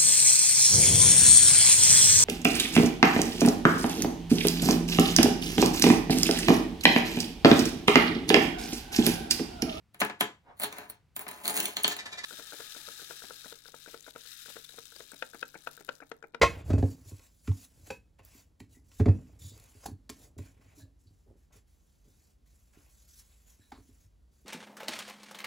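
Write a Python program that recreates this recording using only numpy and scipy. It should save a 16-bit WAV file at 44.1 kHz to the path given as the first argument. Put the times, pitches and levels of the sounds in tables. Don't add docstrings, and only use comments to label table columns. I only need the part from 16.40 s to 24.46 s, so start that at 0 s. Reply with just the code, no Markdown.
import sys
import numpy as np
from scipy import signal
from scipy.fft import rfft, irfft, next_fast_len
from scipy.io import wavfile
from scipy.ndimage import uniform_filter1d

SR = 44100
rng = np.random.default_rng(int(sys.argv[2]) if len(sys.argv) > 2 else 0)


def store_wav(level_fs):
    pcm = np.round(np.clip(np.atleast_2d(level_fs), -1, 1) * 32767)
    wavfile.write(sys.argv[1], SR, pcm.T.astype(np.int16))


N = 355426

# start in seconds, slap level in dB, dullness in dB an
# octave, contact in ms, air pocket in Hz, bowl body level in dB, bowl rim level in dB.
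SLAP_EVENTS = [(0.015, -18, 5, 18, 2070, -11, -40), (0.029, -24.5, 7, 13.2, 543, -16.5, -42),
               (0.3, -45.5, 4.5, 16.4, 780, -57, -71), (.331, -48.5, 3, 12, 666, -47, -42),
               (0.379, -50, 0.5, 19, 794, -76, -60), (0.4233, -52, 5, 12.6, 844, -58, -65),
               (.712, -81, 4.5, 16, 498, -56, -59), (0.7936, -57, -2.5, 4.8, 1000, -60, -63),
               (1.074, -45, 2.5, 7.3, 1330, -63, -76), (1.117, -53.5, 9.5, 3.1, 3476, -70, -75),
               (1.503, -41, 1.5, 9.6, 830, -65, -29), (1.793, -62.5, 9, 7.1, 1005, -69.5, -62.5),
               (1.85, -34, -23, 1.8, 3004, -83, -82), (2.2018, -50, 1.5, 5.3, 993, -64, -72),
               (2.5151, -59.5, 0, 8.4, 1490, -64, -71.5), (2.596, -46, 6.5, 15.9, 778, -69, -62),
               (2.657, -43, 7.5, 8.9, 650, -66, -60.5), (2.683, -48, 8, 10, 809, -48.5, -45),
               (3.176, -48, -13, 4.5, 2010, -59, -71), (3.198, -50, -7.5, 4.4, 2000, -77, -85.5),
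               (3.2396, -48, -11, 2.4, 3050, -73, -65.5), (3.319, -63.5, 2.5, 3, 2950, -77.5, -76),
               (3.458, -51, 11, 5.3, 798, -55.5, -76), (3.693, -42, 0, 4.7, 740, -66, -73),
               (3.698, -39, 3, 3.1, 596, -62, -62), (3.9858, -56.5, 5, 5.6, 1007, -73, -53.5),
               (7.318, -51, 5.5, 9.46, 784.5, -61, -88)]
# frequency in Hz, level in dB.
SLAP_COLOUR = [(150, -19.5), (400, -15), (900, -3), (1300, -6.5), (2000, 0), (3000, -1.5), (7200, -0.5),
               (8600, -5.5), (11000, -9.5), (16000, -13)]
# frequency in Hz, level in dB, t60 in seconds.
BOWL_MODES = [(478, -1, .07), (523, -3, .1), (588, -4, .07), (683, -4, .1), (795, -8, .1), (962, -3, .09),
              (1028, -3, .08), (1085, -1, .11), (1222, -8, .1), (1407, -4, .09), (1520, -6, .08),
              (2071, -3, .06), (2200, -6, .11), (2563, -6, .11), (3150, -10, .07), (4100, -13, .06),
              (4926, -11, .09), (5980, -17, .08)]
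# frequency in Hz, level in dB, t60 in seconds.
RIM_MODES = [(524, 3, 0.065), (885, -7, 0.03), (975, -16, .2), (1525, -10, .05), (2562, -4, .075),
             (2439, -17, .08), (4590, -14, 0.03)]
SPOT_DB = 3.0
STRIKE = 1.3


def slaps():
    out = np.zeros(N)
    t = np.arange(4096) / SR
    hz = np.fft.rfftfreq(len(t), 1 / SR)
    fade = signal.windows.tukey(len(t), 0.1)
    wall = tones(np.vstack([BOWL_MODES, clatter()]), 0, 0.72)
    rim = ring(tones(RIM_MODES, 0, 0.93))
    lead_in = 200
    for s, slap_db, dull_db, ms, pocket_hz, body_db, rim_db in SLAP_EVENTS:
        u = t * 1000 / ms
        press = np.minimum(u / 0.23, 1) * np.exp(-u ** 1.9)
        contact = rng.standard_normal(len(t)) * press

        pocket_db = sum(13.0 / k / (1 + ((hz - k * pocket_hz) / 190.0) ** 2) for k in (1, 2))
        tilt_db = -dull_db * np.log2((hz + 50) / 3000)
        colour = gain_of(read(SLAP_COLOUR, hz) + tilt_db + pocket_db)
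        treble = np.sqrt(np.mean(colour[hz > 1500] ** 2))
        slap = irfft(rfft(np.roll(contact, lead_in)) * colour) * fade / treble
        add(out, s - lead_in / SR, gain_of(slap_db) * slap)

        body = ring(wall, SPOT_DB * rng.standard_normal(len(wall)))
        push = np.r_[STRIKE * np.linalg.norm(contact), contact]
        body = signal.oaconvolve(body, push)
        add(out, s, gain_of(body_db) * body / abs(body).max())
        add(out, s, gain_of(rim_db) * rim)
    return out


def clatter(count=110):
    place = (np.arange(count) + rng.random(count)) / count
    hz = 450 * (7000 / 450) ** place
    level_db = -12.5 - 4.0 * np.log2(hz / 450)
    t60 = np.full(count, 0.08)
    return np.transpose([hz, level_db, t60])


# start in seconds, tone in Hz, length in ms, level in dB.
POP_EVENTS = [(0.301, 644, 15.5, -36.5), (1.076, 710, 9.1, -53.5), (1.792, 987, 8, -61),
              (2.201, 1012, 7.4, -53.5), (3.458, 813, 7.13, -34.5), (3.987, 1000, 7, -52.5),
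              (7.318, 792, 10.2, -51)]
POP_OCTAVE_DB = -13.5


def pops():
    out = np.zeros(N)
    for s, hz, ms, db in POP_EVENTS:
        t = np.arange(0, ms / 1000, 1 / SR)
        octave = gain_of(POP_OCTAVE_DB) * np.sin(2 * np.pi * 2 * hz * t)
        tone = np.sin(2 * np.pi * hz * t) + octave
        add(out, s, gain_of(db) * tone * np.sin(np.pi * t / t[-1]))
    return out


# start in seconds, knock level in dB, boom level in dB.
BUMP_EVENTS = [(0.022, -30.5, -39.5), (0.2991, -22, -28), (0.313, -46, -18), (0.333, -18.5, -19),
               (0.385, -28.5, -22), (0.4245, -19, -18.5), (0.653, -54, -47), (0.7146, -43, -37),
               (1.076, -29, -26), (1.086, -57.5, -20), (1.472, -53, -73), (1.504, -36.5, -55.5),
               (1.792, -57.5, -54), (1.946, -51.5, -75), (2.203, -43, -50.5), (2.365, -52.5, -64),
               (2.597, -19.5, -14.5), (2.658, -16.5, -18.5), (2.678, -17, -12), (3.03, -64, -41),
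               (3.052, -58, -42.5), (3.112, -53.5, -54), (3.346, -53.5, -50.5), (3.4592, -42, -51),
               (3.48, -38, -57), (3.511, -44, -37.5), (3.693, -38.5, -53), (3.962, -49, -40.5),
               (3.986, -37, -34.5), (4.189, -58, -82), (4.37, -55.5, -58), (4.417, -76, -45.5),
               (4.654, -63, -52), (4.703, -62.5, -54.5), (4.879, -71.5, -55), (5.151, -58.5, -56.5),
               (5.68, -77, -61), (6.367, -52.5, -57.5), (7.19, -58, -60), (7.32, -43.5, -59),
               (7.379, -49, -54.5), (7.486, -54.5, -61.5), (7.64, -80, -54.5), (8.046, -49, -57)]
# frequency in Hz, level in dB, t60 in seconds.
KNOCK_MODES = [(160, -11, .05), (213, -18, .04), (268, 1, .09), (301, 1, .085), (348, -4, .06),
               (423, -3, .08), (465, -5, .055), (520, -8, .05), (589, -10, .05), (640, -14, .05),
               (748, -16, .04), (810, -18, .05)]
# frequency in Hz, level in dB, t60 in seconds.
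BOOM_MODES = [(65.4, -24, 0.17), (89, -11.5, 0.02), (96, 0, 0.11), (144, -13.5, 0.05), (138, -13.5, 0.1)]
SOFTENING = 0.13
TRAVEL = 0.07
LANDING = 14.0


def bumps():
    knocks, booms = np.zeros((2, N))
    octaves = np.log2(np.transpose(KNOCK_MODES)[0] / 300)
    slab = tones(KNOCK_MODES, TRAVEL, 0.3)
    boom = ring(tones(BOOM_MODES, TRAVEL, 1.5))
    chatter_fade = np.exp(-np.arange(600) / SR / 0.003)
    for s, knock_db, boom_db in BUMP_EVENTS:
        spot_db = SPOT_DB * rng.standard_normal(len(slab))
        chatter = chatter_fade * rng.standard_normal(600)
        knock = ring(slab, spot_db + SOFTENING * knock_db * octaves)
        knock = signal.oaconvolve(knock, np.r_[LANDING, chatter])
        add(knocks, s, gain_of(knock_db) * knock / abs(knock).max())
        add(booms, s, gain_of(boom_db) * boom)
    return knocks, booms


# start in seconds, length in seconds,
# centre in Hz, width in Hz, level in dB.
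SCUFF_EVENTS = [(0.48, 0.071, 4640, 303, -69), (1.878, 0.16, 2494, 1195, -73.5),
                (2.34, 0.045, 1995, 250, -72.5), (2.998, 0.14, 3720, 594, -63),
                (3.026, 0.17, 4710, 410, -70), (3.427, 0.069, 787, 886, -60),
                (3.458, 0.025, 4370, 700, -56.5), (3.778, 0.13, 396, 699, -66.5),
                (4.369, 0.086, 285, 38.7, -58), (4.389, 0.047, 4040, 608, -67),
                (4.391, 0.093, 617, 59.8, -72), (4.399, 0.046, 1676, 148, -71.5),
                (4.857, 0.11, 344, 346, -63), (4.668, 0.024, 4460, 797, -73.5),
                (5.101, 0.05, 401, 1496, -69.5), (5.645, 0.082, 293.6, 302.4, -69.5),
                (6.327, 0.12, 489, 909, -84), (6.786, 0.057, 1485, 2500, -73.5),
                (7.203, 0.065, 1710, 201, -77.5), (7.206, 0.085, 3940, 407, -76),
                (7.322, 0.077, 685, 1770, -63.5), (7.324, 0.052, 4100, 1490, -68)]


def scuffs():
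    out = np.zeros(N)
    size = 8192
    hz = np.fft.rfftfreq(size, 1 / SR)
    for s, length, centre_hz, width, db in SCUFF_EVENTS:
        hiss, wander = rng.standard_normal((2, size))
        grain = hiss * gain_of(3.5 * evened(uniform_filter1d(wander, size=80)))
        resonance = 1 / (1 + (2 * (hz - centre_hz) / width) ** 2)
        band = evened(irfft(rfft(grain) * resonance))
        u = np.arange(size) / SR / length
        add(out, s, gain_of(db) * band * np.minimum(u / 0.14, 1) * np.exp(-u ** 4))
    return out


# frequency in Hz, level in dB.
SWISH_COLOUR = [(500, -35.5), (1500, -15.5), (2600, -13), (3600, -8), (5100, -5.5), (7200, -1), (8600, -6),
                (11000, -5), (13000, -6), (15500, -7.5)]
# frequency in Hz, level in dB.
DRAG_COLOUR = [(300, -11.5), (600, 0.5), (1000, -7.5), (1600, -6.5), (2500, -5.5), (4000, -17.5),
               (8000, -32)]
# time in seconds, level in dB.
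SHIFT_LEVELS = [(0.0, -48), (0.015, -48), (0.035, -45), (0.13, -40), (0.25, -46), (0.36, -27.5),
                (0.49, -42.5), (0.8, -79.5), (1.279, -71.5), (1.429, -56.5), (1.62, -72.5), (2.651, -62),
                (2.74, -37.5), (2.851, -56), (3.159, -56), (3.3, -68), (3.64, -71), (3.9, -61.5),
                (4.42, -64), (4.67, -74), (6.04, -100), (8.06, -89)]


def handling():
    swish_db, drag_db = strokes()
    shift_db = np.interp(np.arange(N) / SR, *np.transpose(SHIFT_LEVELS))

    jumps_db = 5.2 * rng.standard_normal((2, N // 200 + 1))
    slips = rng.standard_normal((2, N)) * gain_of(jumps_db.repeat(200, axis=1)[:, :N])
    wall_ring = ring(tones(RIM_MODES[3:] + BOWL_MODES[5:], 0, 0.6))
    wall = evened(signal.oaconvolve(slips[0], wall_ring)[:N])
    counter_ring = ring(tones(KNOCK_MODES, 0, 0.044)) + gain_of(3.5) * ring(tones(BOOM_MODES, 0, 0.14))
    counter = evened(signal.oaconvolve(slips[1], counter_ring)[:N])

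    rubbing = noise(SWISH_COLOUR, swish_db, 2.8, 1.6) + noise(DRAG_COLOUR, drag_db, 2.5, 1.5)
    return rubbing + gain_of(drag_db - 9.5) * wall + gain_of(shift_db) * counter


# start in seconds, length in seconds, swish at
# the start in dB, swish at the end in dB, drag on the bowl wall in dB.
STROKE_EVENTS = [(0.028, 0.18, -52.5, -67, -46), (0.249, 0.048, -70, -53.5, -70),
                 (0.359, 0.17, -65, -58, -75), (0.553, 0.12, -68, -66.5, -75),
                 (0.654, 0.044, -62.5, -53, -75.5), (0.74, 0.13, -64.5, -63.5, -72.5),
                 (0.885, 0.21, -74.5, -64, -105), (1.049, 0.2, -64, -55, -74.5),
                 (1.306, 0.15, -70.5, -65, -79.5), (1.455, 0.017, -72.5, -53, -71),
                 (1.51, 0.045, -56, -65.5, -78), (1.793, 0.016, -69, -81.5, -59),
                 (1.836, 0.17, -68, -58.5, -75), (2.203, 0.017, -59.5, -73, -92.5),
                 (2.298, 0.059, -72.5, -62.5, -85), (2.447, 0.15, -75, -57.5, -86),
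                 (2.655, 0.31, -67.5, -75.5, -72), (2.997, 0.1, -58, -54, -76.5),
                 (3.13, 0.36, -65, -64, -70.5), (3.406, 0.039, -74, -55, -76),
                 (3.463, 0.0093, -39.5, -51.5, -88.5), (3.702, 0.0074, -42, -60.5, -88),
                 (3.726, .12, -69, -56.5, -77.5), (3.987, 0.0076, -51.5, -60, -63),
                 (4.022, 0.05, -65.5, -61.5, -68.5), (4.084, 0.14, -72.5, -82.5, -71.5),
                 (4.213, 0.12, -75, -72, -70.5), (4.354, 0.049, -67, -58.5, -73),
                 (4.595, 0.31, -76, -84.5, -95), (4.97, .08, -78.5, -79.5, -86),
                 (5.129, 0.039, -66.5, -63.5, -69), (5.276, .35, -75, -77, -87.5),
                 (5.646, 0.27, -71.5, -71, -83.5), (6.062, 0.3, -70.5, -75.5, -82.5),
                 (6.336, 0.15, -67.5, -69.5, -72.5), (6.497, 0.2, -66, -64.5, -81.5),
                 (6.69, 0.11, -63.5, -54.5, -92), (6.848, 0.38, -67.5, -72, -78.5),
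                 (7.068, 0.067, -64, -65, -74.5), (7.205, 0.45, -70.5, -70.5, -82),
                 (7.923, 0.15, -75.5, -73, -88)]
DRAG_FOLLOWS = 0.6
TOUCH_S = 0.009
LIFT_DB_PER_S = 337


def strokes():
    t = np.arange(0, N + 64, 64) / SR
    s, length, first_db, last_db, drag_db = np.transpose(STROKE_EVENTS)[:, :, None]
    touch = np.clip((t - s) / TOUCH_S + 1, 1e-4, 1)
    lift = gain_of(-LIFT_DB_PER_S * np.maximum(t - s - length, 0))
    glide_db = (last_db - first_db) * np.clip((t - s) / length, 0, 1)
    both = touch * lift * gain_of([first_db + glide_db, drag_db + DRAG_FOLLOWS * glide_db])
    level_db = 10 * np.log10((both ** 2).sum(axis=1) + 1e-11)
    return [np.interp(np.arange(N) / SR, t, v) for v in level_db]


# frequency in Hz, t60 in seconds.
ROOM_DECAY = [(100, 0.5), (500, 0.11), (2000, 0.22), (6000, 0.19), (15000, 0.25)]
ROOM_DB = -5.5


def room(x):
    taps = np.zeros((2, SR // 2))
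    slots = np.arange(200, SR // 2 - 20, 20)
    at = slots + rng.integers(0, 20, (2, len(slots)))
    np.put_along_axis(taps, at, rng.choice([-1., 1.], at.shape), 1)
    taps[1] = taps[0] + 0.4 * taps[1]
    hz, t, z = signal.stft(taps, SR, nperseg=256)
    decay = gain_of(-60 * t / read(ROOM_DECAY, hz)[:, None])
    tail = signal.istft(z * decay, SR, nperseg=256)[1]
    tail /= np.linalg.norm(tail, axis=1, keepdims=True)
    return signal.fftconvolve(x[None], tail, axes=1)[:, :N]


# frequency in Hz, level in dB per Hz.
KITCHEN_COLOUR = [(25, -11), (32, -6), (42, 5), (55, 1), (80, -16.5), (120, -17.5), (250, -23.5),
                  (500, -32), (1000, -39.5), (2500, -46), (4000, -46.5), (7000, -47.5), (15500, -52)]
KITCHEN_DB = -58


def kitchen():
    return noise(KITCHEN_COLOUR, KITCHEN_DB, 0.24, 0.48, size=2048)


# frequency in Hz, left-right likeness (1 is the same).
LIKENESS = [(60, 0.94), (130, 1), (290, 0.25), (640, 0.18), (1410, 0.25), (3100, .93), (8000, 0.92),
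            (15000, 0.6)]


def noise(colour, level_db, patchy_db, flicker_db, size=512):
    hop = size // 4
    frames, hz = N // hop + 5, np.fft.rfftfreq(size, 1 / SR)
    a, b, c, d, patches = rng.standard_normal((5, len(hz), frames))
    patches = uniform_filter1d(patches, size=5, axis=0)
    patches = evened(uniform_filter1d(patches, size=16, axis=1))
    flicker = evened(uniform_filter1d(rng.standard_normal(frames), size=3))
    same = np.clip(read(LIKENESS, hz), -1, 1)[:, None]
    left = a + 1j * b
    right = same * left + np.sqrt(1 - same ** 2) * (c + 1j * d)
    shape_db = read(colour, hz)[:, None] + patchy_db * patches + flicker_db * flicker
    z = np.array([left, right]) * gain_of(shape_db)
    sound = signal.istft(z, nperseg=size, noverlap=size - hop)[1][:, :N]
    return gain_of(level_db) * evened(sound)


def tones(modes, travel, rise_cycles):
    hz, db, t60 = np.transpose(modes)[:, :, None]
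    t = np.maximum(np.arange(SR // 3) / SR - travel / np.sqrt(hz), 0)
    swell = 1 - np.exp(-t * hz / rise_cycles)
    return gain_of(db - 60 * t / t60) * swell * np.sin(2 * np.pi * hz * t)


def ring(rows, spread_db=0):
    sound = (gain_of(spread_db) * np.ones(len(rows))) @ rows
    return sound / abs(sound).max()


def gain_of(db):
    return 10 ** (np.asarray(db) / 20)


def evened(x):
    return x / np.sqrt(np.mean(x ** 2) + 1e-20)


def read(points, hz):
    f, value = np.transpose(points)
    return np.interp(np.log(hz + 1), np.log(f + 1), value)


def add(mix, s, sound):
    part = mix[max(round(s * SR), 0):][:len(sound)]
    part += sound[:len(part)]


def scene():
    knocks, booms = bumps()
    hits = slaps() + pops() + knocks + scuffs()
    wet = hits + gain_of(ROOM_DB) * room(hits)
    return wet + booms + handling() + kitchen()


# frequency in Hz, radians the left port leads.
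PORT_LEAD = [(30, .1), (300, .15), (690, 1.), (1380, .2), (4910, .4), (6030, -.5), (7840, .2), (8180, 2.),
             (9220, 1.9), (11600, -.5), (15000, -5)]
# frequency in Hz, left minus right in dB.
PORT_BALANCE = [(60, -0.5), (180, -2), (550, -1), (1650, 0), (4970, 0.5), (15000, -1)]
# frequency in Hz, level in dB.
OVERALL_COLOUR = [(20, -40), (33, -20), (46, -6), (66, 0), (13050, 0), (13200, -25), (13700, -25),
                  (13800, 0), (15750, 0), (15950, -25)]
EDGE_HZ = 16800


def record(dry):
    size = next_fast_len(N + 4096)
    hz = np.fft.rfftfreq(size, 1 / SR)
    half = gain_of(read(PORT_BALANCE, hz) / 2) * np.exp(0.5j * read(PORT_LEAD, hz))
    response = np.array([half, 1 / half]) * gain_of(read(OVERALL_COLOUR, hz))
    ports = irfft(rfft(dry, size) * response, size)[:, :N]
    lowpass = signal.firwin(511, EDGE_HZ, window=("kaiser", 9), fs=SR)
    return signal.oaconvolve(ports, lowpass[None], "same")


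dry = scene()
out = record(dry)
store_wav(out)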